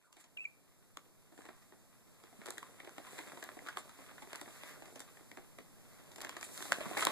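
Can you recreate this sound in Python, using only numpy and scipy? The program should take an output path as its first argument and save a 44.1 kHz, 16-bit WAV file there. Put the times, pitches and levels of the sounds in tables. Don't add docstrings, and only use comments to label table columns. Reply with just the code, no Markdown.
import sys
import numpy as np
from scipy import signal
from scipy.fft import rfft, irfft, next_fast_len
from scipy.io import wavfile
from scipy.ndimage import map_coordinates

SR = 44100
rng = np.random.default_rng(int(sys.argv[2]) if len(sys.argv) > 2 else 0)


def unload_audio(sound):
    columns = np.transpose(np.atleast_2d(sound))
    steps = np.round(np.clip(columns, -1, 1) * 32767)
    wavfile.write(sys.argv[1], SR, steps.astype(np.int16))


N = 313618

# pitch_hz, level_db
QUIET_SPECTRUM = [(20, 11.5), (50, -5.5), (100, 7.5), (200, 5), (400, -3.5), (1000, -13), (2000, -19.5),
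                  (4000, -22.5), (8000, -21), (14000, -21)]
# time_s, level_db
QUIET_LEVEL = [(0, -79), (.3, -66), (.7, -65), (1.2, -63.5), (7.1, -57.5)]
# time_s, effort_db
EFFORT = [(0.0, -76), (1.33, -74.5), (1.54, -69.5), (1.9, -72.5), (2.22, -68), (2.55, -60.5), (2.81, -64.5),
          (3.23, -56.5), (3.96, -62), (4.51, -57), (5.19, -65), (5.7, -71), (6.16, -62), (6.32, -59.5),
          (6.63, -57), (6.75, -46), (6.795, -52.5), (6.83, -48), (6.95, -48), (7.11, -42.5)]
# pitch_hz, level_db
FLEX_SPECTRUM = [(30, -46), (80, -12.5), (160, -4), (280, -3), (450, -6.5), (700, -9.5), (1400, -44.5)]
# pitch_hz, level_db
CRINKLE_SPECTRUM = [(250, -19), (550, -2), (800, -1.5), (1100, 7), (1500, 0.5), (2000, 1.5), (2600, 0),
                    (3700, -3), (5500, -28.5)]
# pitch_hz, level_db
SLIDE_SPECTRUM = [(1500, -10.5), (3000, -5.5), (4000, -2.5), (5300, -3.5), (6500, -0.5), (7800, 2),
                  (9500, 1), (11500, -3), (14000, -4)]
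# loudest_s, level_db, half_length_s
SWING = [(6.6, -53, 0.11)]
# time_s, centre_hz, level_db
SCUFF = [(.034, 1600, -99), (.044, 1506, -76), (.062, 1453, -82), (.073, 1094, -78), (.125, 1030, -81),
         (.15, 1040, -82)]
# loudest_s, level_db, half_length_s
SCRATCHES = [(0.053, -77, 0.0081), (.204, -66, 0.017), (1.42, -70, 0.081), (2.525, -63, 0.03),
             (3.145, -65, 0.1), (3.786, -55, 0.018), (6.44, -54, 0.025), (7.01, -45, 0.036)]
# loudest_s, level_db, half_length_s
RUBS = [(.205, -64.5, 0.017), (1.625, -65, 0.0092), (3.13, -65, 0.22), (4.01, -65, 0.066),
        (4.55, -64.5, 0.047), (4.68, -58.5, 0.08), (5.93, -69, 0.068), (6.99, -47, 0.019)]
# pitch_hz, level_db
CLAW_SPECTRUM = [(1000, -23), (2000, -6), (4000, -1), (5500, -9), (7500, 4.5), (9500, 1), (11500, -7.5),
                 (14000, -8.5)]
# pitch_hz, level_db
FUR_SPECTRUM = [(500, -29.5), (1000, -7), (1500, -4.5), (2000, -4), (2500, -9), (3700, -13), (5500, -16)]
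# flip_s, peak_db, then relative to it thud_db, body_db, crack_db; ring_hz
SNAPS = [(0.128, -52, -29, -17, -12.5, 1220), (0.1686, -53.5, -17, -11.5, -13.5, 2100),
         (0.2423, -52, -24, -14, -14.5, 930), (0.9721, -26.5, -37, -23, -27.5, 1220),
         (0.986, -54, -25, -15, -34, 1700), (1.061, -55.5, -17.5, -30, -37.0, 540),
         (1.323, -53.5, -10.5, -13, -27, 800), (1.3782, -46.0, -22, -16, -25, 1380),
         (1.389, -43.5, -16, -21, -41, 800), (1.4075, -45, -24, -18, -34, 1100),
         (1.4198, -46, -28, -18.5, -24, 1600), (1.4427, -51, -28, -14, -34, 900),
         (1.454, -41.5, -21, -16.5, -25, 746), (1.464, -45, -24, -19, -28, 1700),
         (1.489, -41, -16.5, -18.5, -44, 740), (1.7233, -41.5, -22.5, -19.5, -47, 810),
         (1.736, -54, -32, -17, -40, 1400), (2.2385, -41.5, -22.5, -20, -25, 590),
         (2.3282, -46.5, -21, -22, -32, 900), (2.417, -38, -26.5, -18.5, -37, 710),
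         (2.4595, -34, -26.5, -16.5, -19, 1260), (2.468, -39, -36, -20, -16, 1800),
         (2.4776, -30.5, -30, -19.5, -39, 740), (2.4855, -32.5, -21.5, -17, -25, 770),
         (2.506, -27.5, -42, -37, -18.5, 1060), (2.5077, -34, -36, -19.5, -38, 1060),
         (2.574, -37.5, -25, -22.5, -32, 1770), (2.5819, -27, -37, -21, -24, 1850),
         (2.629, -29.5, -41, -20, -35, 1090), (2.802, -32.5, -31.5, -19, -32, 2120),
         (2.833, -43, -21, -18, -41.5, 560), (2.848, -43, -19, -16, -20.5, 655),
         (2.874, -33.5, -24, -19, -36, 680), (2.8937, -38, -43.5, -21.5, -27, 1520),
         (2.982, -32, -22.5, -19.5, -27.5, 754), (3.069, -38.5, -41, -16.5, -26, 930),
         (3.182, -36, -53, -16.5, -23, 2240), (3.189, -30.5, -24, -16.5, -24, 2260),
         (3.32, -34.5, -32, -18.5, -39.0, 1280), (3.3733, -35.5, -24, -17.5, -36, 1100),
         (3.427, -31.5, -26.5, -16.5, -24, 1770), (3.4403, -33, -36, -29, -19.5, 480),
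         (3.4902, -27, -38, -22.5, -52, 1800), (3.517, -38, -35, -19, -43, 613),
         (3.57, -39, -17, -18.5, -42, 770), (3.591, -33, -34, -20.5, -34, 1920),
         (3.6641, -36, -25.5, -18.5, -29, 1170), (3.671, -34, -38, -15.5, -24, 1210),
         (3.687, -27.5, -38, -16.5, -27.5, 1470), (3.772, -20.5, -33.5, -20.5, -31, 1240),
         (3.783, -40.5, -25, -13.5, -34, 940), (3.8939, -41, -40, -18, -22, 1190),
         (3.989, -43, -19.5, -17, -45, 540), (4.0932, -43, -32, -14, -42.5, 1290),
         (4.113, -41.5, -26, -17.5, -39, 560), (4.1821, -40.5, -30, -16, -44.5, 1460),
         (4.2224, -38, -21.5, -14, -23, 740), (4.2735, -40, -20.5, -19.5, -41, 700),
         (4.3183, -41, -29, -18, -34, 900), (4.3318, -26.5, -33, -20.5, -29, 684),
         (4.345, -37, -46, -17, -35, 1400), (4.3521, -32.5, -36, -19.5, -37.0, 1460),
         (4.358, -33, -31, -21.5, -17.5, 480), (4.396, -40, -44.5, -19, -34.0, 2150),
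         (4.4142, -32, -24, -19.5, -20.5, 730), (4.46, -38.5, -30.5, -20, -41.0, 630),
         (4.478, -39.5, -24, -16, -45, 1140), (4.635, -30.5, -33, -20.5, -27, 650),
         (4.8226, -39, -19.5, -17.5, -27, 690), (4.857, -41, -38.0, -16.5, -23, 870),
         (4.8806, -45, -22, -17, -32, 700), (4.9588, -43, -16.5, -15, -13.5, 480),
         (4.9952, -37, -46, -29, -19, 1510), (5.004, -36.5, -27, -17.5, -15.5, 615),
         (5.1719, -42.5, -28.5, -18.5, -28, 2270), (5.2093, -48, -16.5, -22, -34, 795),
         (5.3159, -34.5, -28, -20.0, -29, 2070), (5.3727, -34, -22, -19.5, -30, 483),
         (5.3835, -46.5, -14, -12, -39.5, 480), (5.587, -36, -21.5, -18, -27.5, 2150),
         (6.118, -46, -22.5, -15.5, -16.5, 480), (6.1608, -42.5, -25, -18.5, -14, 2250),
         (6.183, -39.5, -20, -16, -20, 656), (6.206, -31.5, -36, -22.5, -26, 1640),
         (6.2156, -34.5, -29, -18, -17.5, 1170), (6.2193, -33.5, -45, -36, -16.5, 480),
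         (6.244, -41, -37, -21, -20, 1500), (6.2485, -26, -34, -20, -24.5, 1630),
         (6.294, -28, -34, -20, -20.5, 1110), (6.3678, -28, -30, -19, -26, 990),
         (6.412, -39, -28, -20, -15, 497), (6.429, -26.5, -34, -20, -25.5, 2050),
         (6.577, -36.5, -35, -16.5, -15, 1580), (6.606, -32.5, -26, -18, -36, 480),
         (6.6247, -30.5, -29, -19, -18.5, 1580), (6.6545, -35, -22, -19.5, -22, 1300),
         (6.7215, -5.5, -53, -23, -32.5, 1520), (6.729, -23, -59, -20, -22.5, 1410),
         (6.807, -28, -27, -12.5, -30, 624), (6.857, -31, -24, -15.5, -34, 1160),
         (6.912, -34, -14, -25, -40, 480), (6.9711, -22.5, -26, -15, -30, 1900),
         (6.9747, -23, -23.5, -18.5, -22.5, 2030), (6.9943, -19.5, -48, -21.5, -39, 2080),
         (7.0087, -24, -33, -18, -25, 2000), (7.0252, -18, -36.5, -15.5, -24.5, 1160),
         (7.052, -15.5, -38, -38, -19, 1510), (7.0697, -10.5, -32, -20, -28, 970)]
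# pitch_hz, level_db
THUD_SPECTRUM = [(60, -11.5), (150, -16.5), (290, 3.5), (370, 3.5), (500, -7.5), (800, -4), (1600, -64.5)]
# pitch_hz, level_db
BODY_SPECTRUM = [(250, -26.5), (600, 4), (780, -4.5), (1000, 0), (1400, -3.5), (2000, -0.5), (2700, -8.5),
                 (3800, -12), (6000, -30)]
# pitch_hz, level_db
CRACK_SPECTRUM = [(1500, -71), (2800, 7), (3400, 7), (4100, 0), (5400, 1), (7500, 4), (10000, -2),
                  (14000, -7.5)]
# time_s, pitch_hz, level_db
SQUEAK = [(.369, 2890, -52), (.375, 2790, -34.5), (.381, 2420, -42.5), (.39, 2390, -43), (.405, 2565, -44),
          (.422, 2660, -42), (.436, 2680, -50), (.443, 2515, -47), (0.448, 2360, -55), (0.454, 2370, -34),
          (.46, 2300, -39), (.467, 2270, -56), (.477, 2270, -49)]
# loudest_s, level_db, half_length_s
CATCHES = [(0.372, -53.5, 0.003), (.4455, -59, 0.0048)]
# pitch_hz, level_db
CATCH_SPECTRUM = [(900, -27), (1500, -6), (2100, -19), (2900, 7), (3400, -5), (4000, -22), (5000, -29),
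                  (9000, -27)]
# busiest_s, level_db, half_length_s
FLURRIES = [(1.486, -60, 0.0092), (2.491, -54, 0.008), (3.205, -70, 0.016), (3.70, -64, 0.012),
            (3.795, -63, 0.0069), (4.35, -55.5, 0.018), (6.25, -53, 0.026), (6.995, -47, 0.021),
            (7.095, -47, 0.022)]
# start_s, level_db, pitch_hz
BUMPS = [(2.389, -46.5, 212), (6.863, -35.5, 200)]
# pitch_hz, t60_s
ROOM_DECAY = [(150, 0.19), (1000, 0.49), (4000, 0.28), (14000, 0.058)]
# pitch_hz, ratio_db
PORT_DIFFERENCE = [(60, -6.5), (250, -7), (600, -9), (1200, -5), (2000, -2.5), (3000, -1), (14000, 0)]
# pitch_hz, share_ratio
CROSSFEED = [(100, 1), (3000, 1), (4400, 0.38), (6000, 0.28), (9000, 0.23), (14000, 0.17)]

BUSY_EFFORT_DB = -55
LEAD_S = .02
RING_DB, RING_WIDTH_OCTAVES = 7.5, 0.28
SQUEAK_EDGE_S = .002
PORT_DELAY_S, TOP_HZ = 15 / 44100, 14000


def amp(db):
    return 10 ** (np.asarray(db) / 20)


def unit(x):
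    return x / np.sqrt(np.mean(x ** 2) + 1e-20)


def along(points, hz):
    point_hz, values = np.transpose(points)
    return np.interp(np.log(hz + 1), np.log(point_hz), values)


def curves(rows):
    time_s, *columns = np.transpose(rows)
    return [np.interp(np.arange(N) / SR, time_s, column) for column in columns]


def swells(rows):
    t = np.arange(N) / SR
    return sum(amp(db) * np.exp(-((t - s) / half_s) ** 2) for s, db, half_s in rows)


def wobble(knots_per_s):
    knots = rng.standard_normal(int(N * knots_per_s / SR) + 4)
    return map_coordinates(knots, [np.arange(N) * knots_per_s / SR])


def filtered(x, response):
    size = next_fast_len(N + SR // 2)
    spectrum = rfft(x, size) * response(np.fft.rfftfreq(size, 1 / SR))
    return irfft(spectrum, size)[..., :N]


def impulse(spectrum, size=1024):
    level_db = along(spectrum, np.fft.rfftfreq(size, 1 / SR))
    cepstrum = irfft(np.log(amp(level_db)))
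    cepstrum[1:size // 2] *= 2
    cepstrum[size // 2 + 1:] = 0
    return irfft(np.exp(rfft(cepstrum)))


def add(track, start_s, sound):
    part = track[:, round(start_s * SR):][:, :sound.shape[1]]
    part += sound[:, :part.shape[1]]


def crackle(spectrum, rate_hz, spread_db, smooth, clump_db):
    sizes = amp(spread_db * np.minimum(rng.exponential(size=N), 2.5))
    hits = rng.random(N) < rate_hz / SR
    grains = unit(hits * sizes * rng.uniform(-0.98, 1, (2, N)))
    rubbing = smooth * rng.standard_normal((2, N))
    clumps = amp(clump_db * np.clip(wobble(40), -1.4, 1.4))
    drive = (grains + rubbing) * clumps
    return unit(signal.fftconvolve(drive, impulse(spectrum)[None], axes=1)[:, :N])


def room(x, tail_db, wall_db):
    noise = rng.standard_normal((2, SR // 3))
    hz, t, bins = signal.stft(noise, SR, nperseg=256)
    decay = amp(-60 * t / along(ROOM_DECAY, hz)[:, None]) * (t > .004)
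    tail = signal.istft(bins * decay, SR, nperseg=256)[1]
    answer = amp(tail_db) * tail / np.linalg.norm(tail[0])
    for delay_s in rng.uniform(0.0027, .022, size=6):
        answer[:, round(delay_s * SR)] += amp(wall_db) * rng.choice([-1, 1], 2)
    return x + signal.fftconvolve(x, answer, axes=1)[:, :x.shape[1]]


def quiet():
    noise = filtered(rng.standard_normal((2, N)), lambda hz: amp(along(QUIET_SPECTRUM, hz)))
    return amp(curves(QUIET_LEVEL)[0]) * unit(noise)


def rustle():
    effort_db = curves(EFFORT)[0] - BUSY_EFFORT_DB

    def gain(busy_db, db_per_effort_db):
        return amp(busy_db + db_per_effort_db * effort_db)

    flex = crackle(FLEX_SPECTRUM, rate_hz=140, spread_db=6.0, smooth=0.84, clump_db=3.0)
    crinkle = crackle(CRINKLE_SPECTRUM, rate_hz=240, spread_db=3, smooth=.55, clump_db=4)
    ticks = crackle(BODY_SPECTRUM, rate_hz=45, spread_db=2, smooth=.1, clump_db=1)
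    slide = crackle(SLIDE_SPECTRUM, rate_hz=700, spread_db=3, smooth=2, clump_db=.8)
    slide_gain = np.hypot(gain(-62.5, 0.85), swells(SWING))
    return gain(-58, 1) * flex + gain(-62.5, 1.025) * crinkle + gain(-68, 1.4) * ticks + slide_gain * slide


def scuff(knots_per_s=480):
    centre_hz, db = curves(SCUFF)
    phase = 2 * np.pi * np.cumsum(centre_hz) / SR

    def band():
        return wobble(knots_per_s) * np.cos(phase) + wobble(knots_per_s) * np.sin(phase)

    noise = unit(np.array([band(), band()]))
    return amp(db) * noise * (np.arange(N) / SR < SCUFF[-1][0])


def scratches():
    claws = crackle(CLAW_SPECTRUM, rate_hz=690, spread_db=1.5, smooth=0.77, clump_db=0.0)
    fur = crackle(FUR_SPECTRUM, rate_hz=500, spread_db=0.5, smooth=1.0, clump_db=1.5)
    return swells(SCRATCHES) * claws + swells(RUBS) * fur


def panel(ring_hz):
    hz = np.geomspace(250, 6000, 48)
    lift_db = RING_DB * np.exp(-(np.log2(hz / ring_hz) / RING_WIDTH_OCTAVES) ** 2)
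    return list(zip(hz, along(BODY_SPECTRUM, hz) + lift_db))


def buckle(spectrum, life_s, strain_s, chatter, scatter=0.11):
    flip = round(LEAD_S * SR)
    t = (np.arange(SR // 10) - flip) / SR
    envelope = amp(-60 * np.maximum(t / life_s, -t / strain_s))
    drive = chatter * envelope * rng.standard_normal((2, len(t))) / np.sqrt(life_s * SR)
    drive[0, flip] += 1
    drive[1, flip + rng.integers(8)] += rng.choice([-1, 1])
    stiffness = np.exp(scatter * rng.standard_normal())
    click = impulse([(hz * stiffness, db) for hz, db in spectrum])
    sound = signal.fftconvolve(drive, click[None], axes=1)
    return sound / np.linalg.norm(sound, axis=1, keepdims=True)


def snaps(sharp_life_s=0.019, sharp_strain_s=0.0088, sharp_ring_db=-19.5, brightening=0.3, hidden_db=9):
    out = np.zeros((2, N))

    def with_pause(x):
        return np.pad(x, ((0, 0), (0, SR // 5)))

    for flip_s, db, thud_db, body_db, crack_db, ring_hz in SNAPS:
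        blunt = np.clip(amp(body_db - sharp_ring_db), .55, 2)
        life_s, strain_s = sharp_life_s * blunt ** 2, sharp_strain_s * blunt
        wet_db = hidden_db * min(np.log2(blunt), .3)
        tilt_db_per_octave = brightening * np.clip(crack_db - body_db - 1, -12, 12)
        crease = [(hz, level_db + tilt_db_per_octave * np.log2(hz / 7000)) for hz, level_db in CRACK_SPECTRUM]
        thud = buckle(THUD_SPECTRUM, life_s + 0.051, strain_s, chatter=4.6, scatter=0.056)
        body = buckle(panel(ring_hz), life_s, strain_s, chatter=4.2 * blunt ** 2, scatter=0.017)
        crack = buckle(crease, .5 * life_s, strain_s, chatter=7 * blunt, scatter=0.076)
        low = amp(db + thud_db + 35.0) * thud + amp(db + body_db + 26.0) * body
        high = amp(db + crack_db + 26.5) * crack
        low = room(with_pause(low), tail_db=wet_db - 16.0, wall_db=wet_db - 18)
        high = room(with_pause(high), tail_db=wet_db - 10.5, wall_db=wet_db - 20)
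        add(out, flip_s - LEAD_S, low + high)
    return out


def squeak(sum_db=-6, difference_db=-3, third_db=-31, turn_rad=0.11, rasp=0.049, jitter=0.0055, flicker_db=2.5):
    t = np.arange(N) / SR
    hz, db = curves(SQUEAK)
    rough = swells([(s, 0, half_s) for s, _, half_s in CATCHES])
    shaken_hz = hz * (1 + (jitter + rasp * rough) * wobble(900))
    phase = 2 * np.pi * np.cumsum(shaken_hz) / SR + np.array([[0], [turn_rad]])
    tone = np.sin(phase) + amp(third_db) * np.sin(3 * phase)
    edge_s = np.minimum(t - SQUEAK[0][0], SQUEAK[-1][0] - t)
    gate = np.clip(edge_s / SQUEAK_EDGE_S, 0, 1)
    level = gate * amp(db + flicker_db * wobble(260))
    whistle = amp([[sum_db], [difference_db]]) * level * tone
    rasping = crackle(CATCH_SPECTRUM, rate_hz=900, spread_db=2, smooth=1, clump_db=1)
    return whistle + swells(CATCHES) * rasping


def flurries(thud_db=-2, body_db=-1, crack_db=-13):
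    parts = [(THUD_SPECTRUM, thud_db), (BODY_SPECTRUM, body_db), (CRACK_SPECTRUM, crack_db)]
    folds = np.zeros((2, N))
    for spectrum, db in parts:
        folds += amp(db) * crackle(spectrum, rate_hz=160, spread_db=3.5, smooth=0.12, clump_db=-1.0)
    return swells(FLURRIES) * folds


def bumps(rise_s=0.0042):
    out, t = np.zeros((2, N)), np.arange(SR // 8) / SR
    envelope = t / rise_s * np.exp(1 - t / rise_s)
    for start_s, db, hz in BUMPS:
        bump = amp(db) * envelope * np.sin(2 * np.pi * hz * t)
        add(out, start_s, bump * np.ones((2, 1)))
    return out


def scene():
    sheet = rustle() + scuff() + scratches() + flurries() + bumps()
    bag = snaps() + room(sheet, tail_db=-10.0, wall_db=-16.5)
    whistle = room(squeak(), tail_db=-21.5, wall_db=-28)
    common, difference = bag + whistle + quiet()
    difference = filtered(difference, lambda hz: amp(along(PORT_DIFFERENCE, hz)))
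    return np.array([common + difference, common - difference])


def record(dry, right_db=0.26):
    def share(hz):
        return np.clip(along(CROSSFEED, hz), 0, 1)

    other = filtered(dry[::-1], lambda hz: share(hz) * np.exp(-2j * np.pi * hz * PORT_DELAY_S))
    cardioids = (dry - other) * amp([[-right_db], [right_db]])
    return filtered(cardioids, lambda hz: (hz < TOP_HZ) / np.hypot(1, share(hz)))


dry = scene()
out = record(dry)
unload_audio(out)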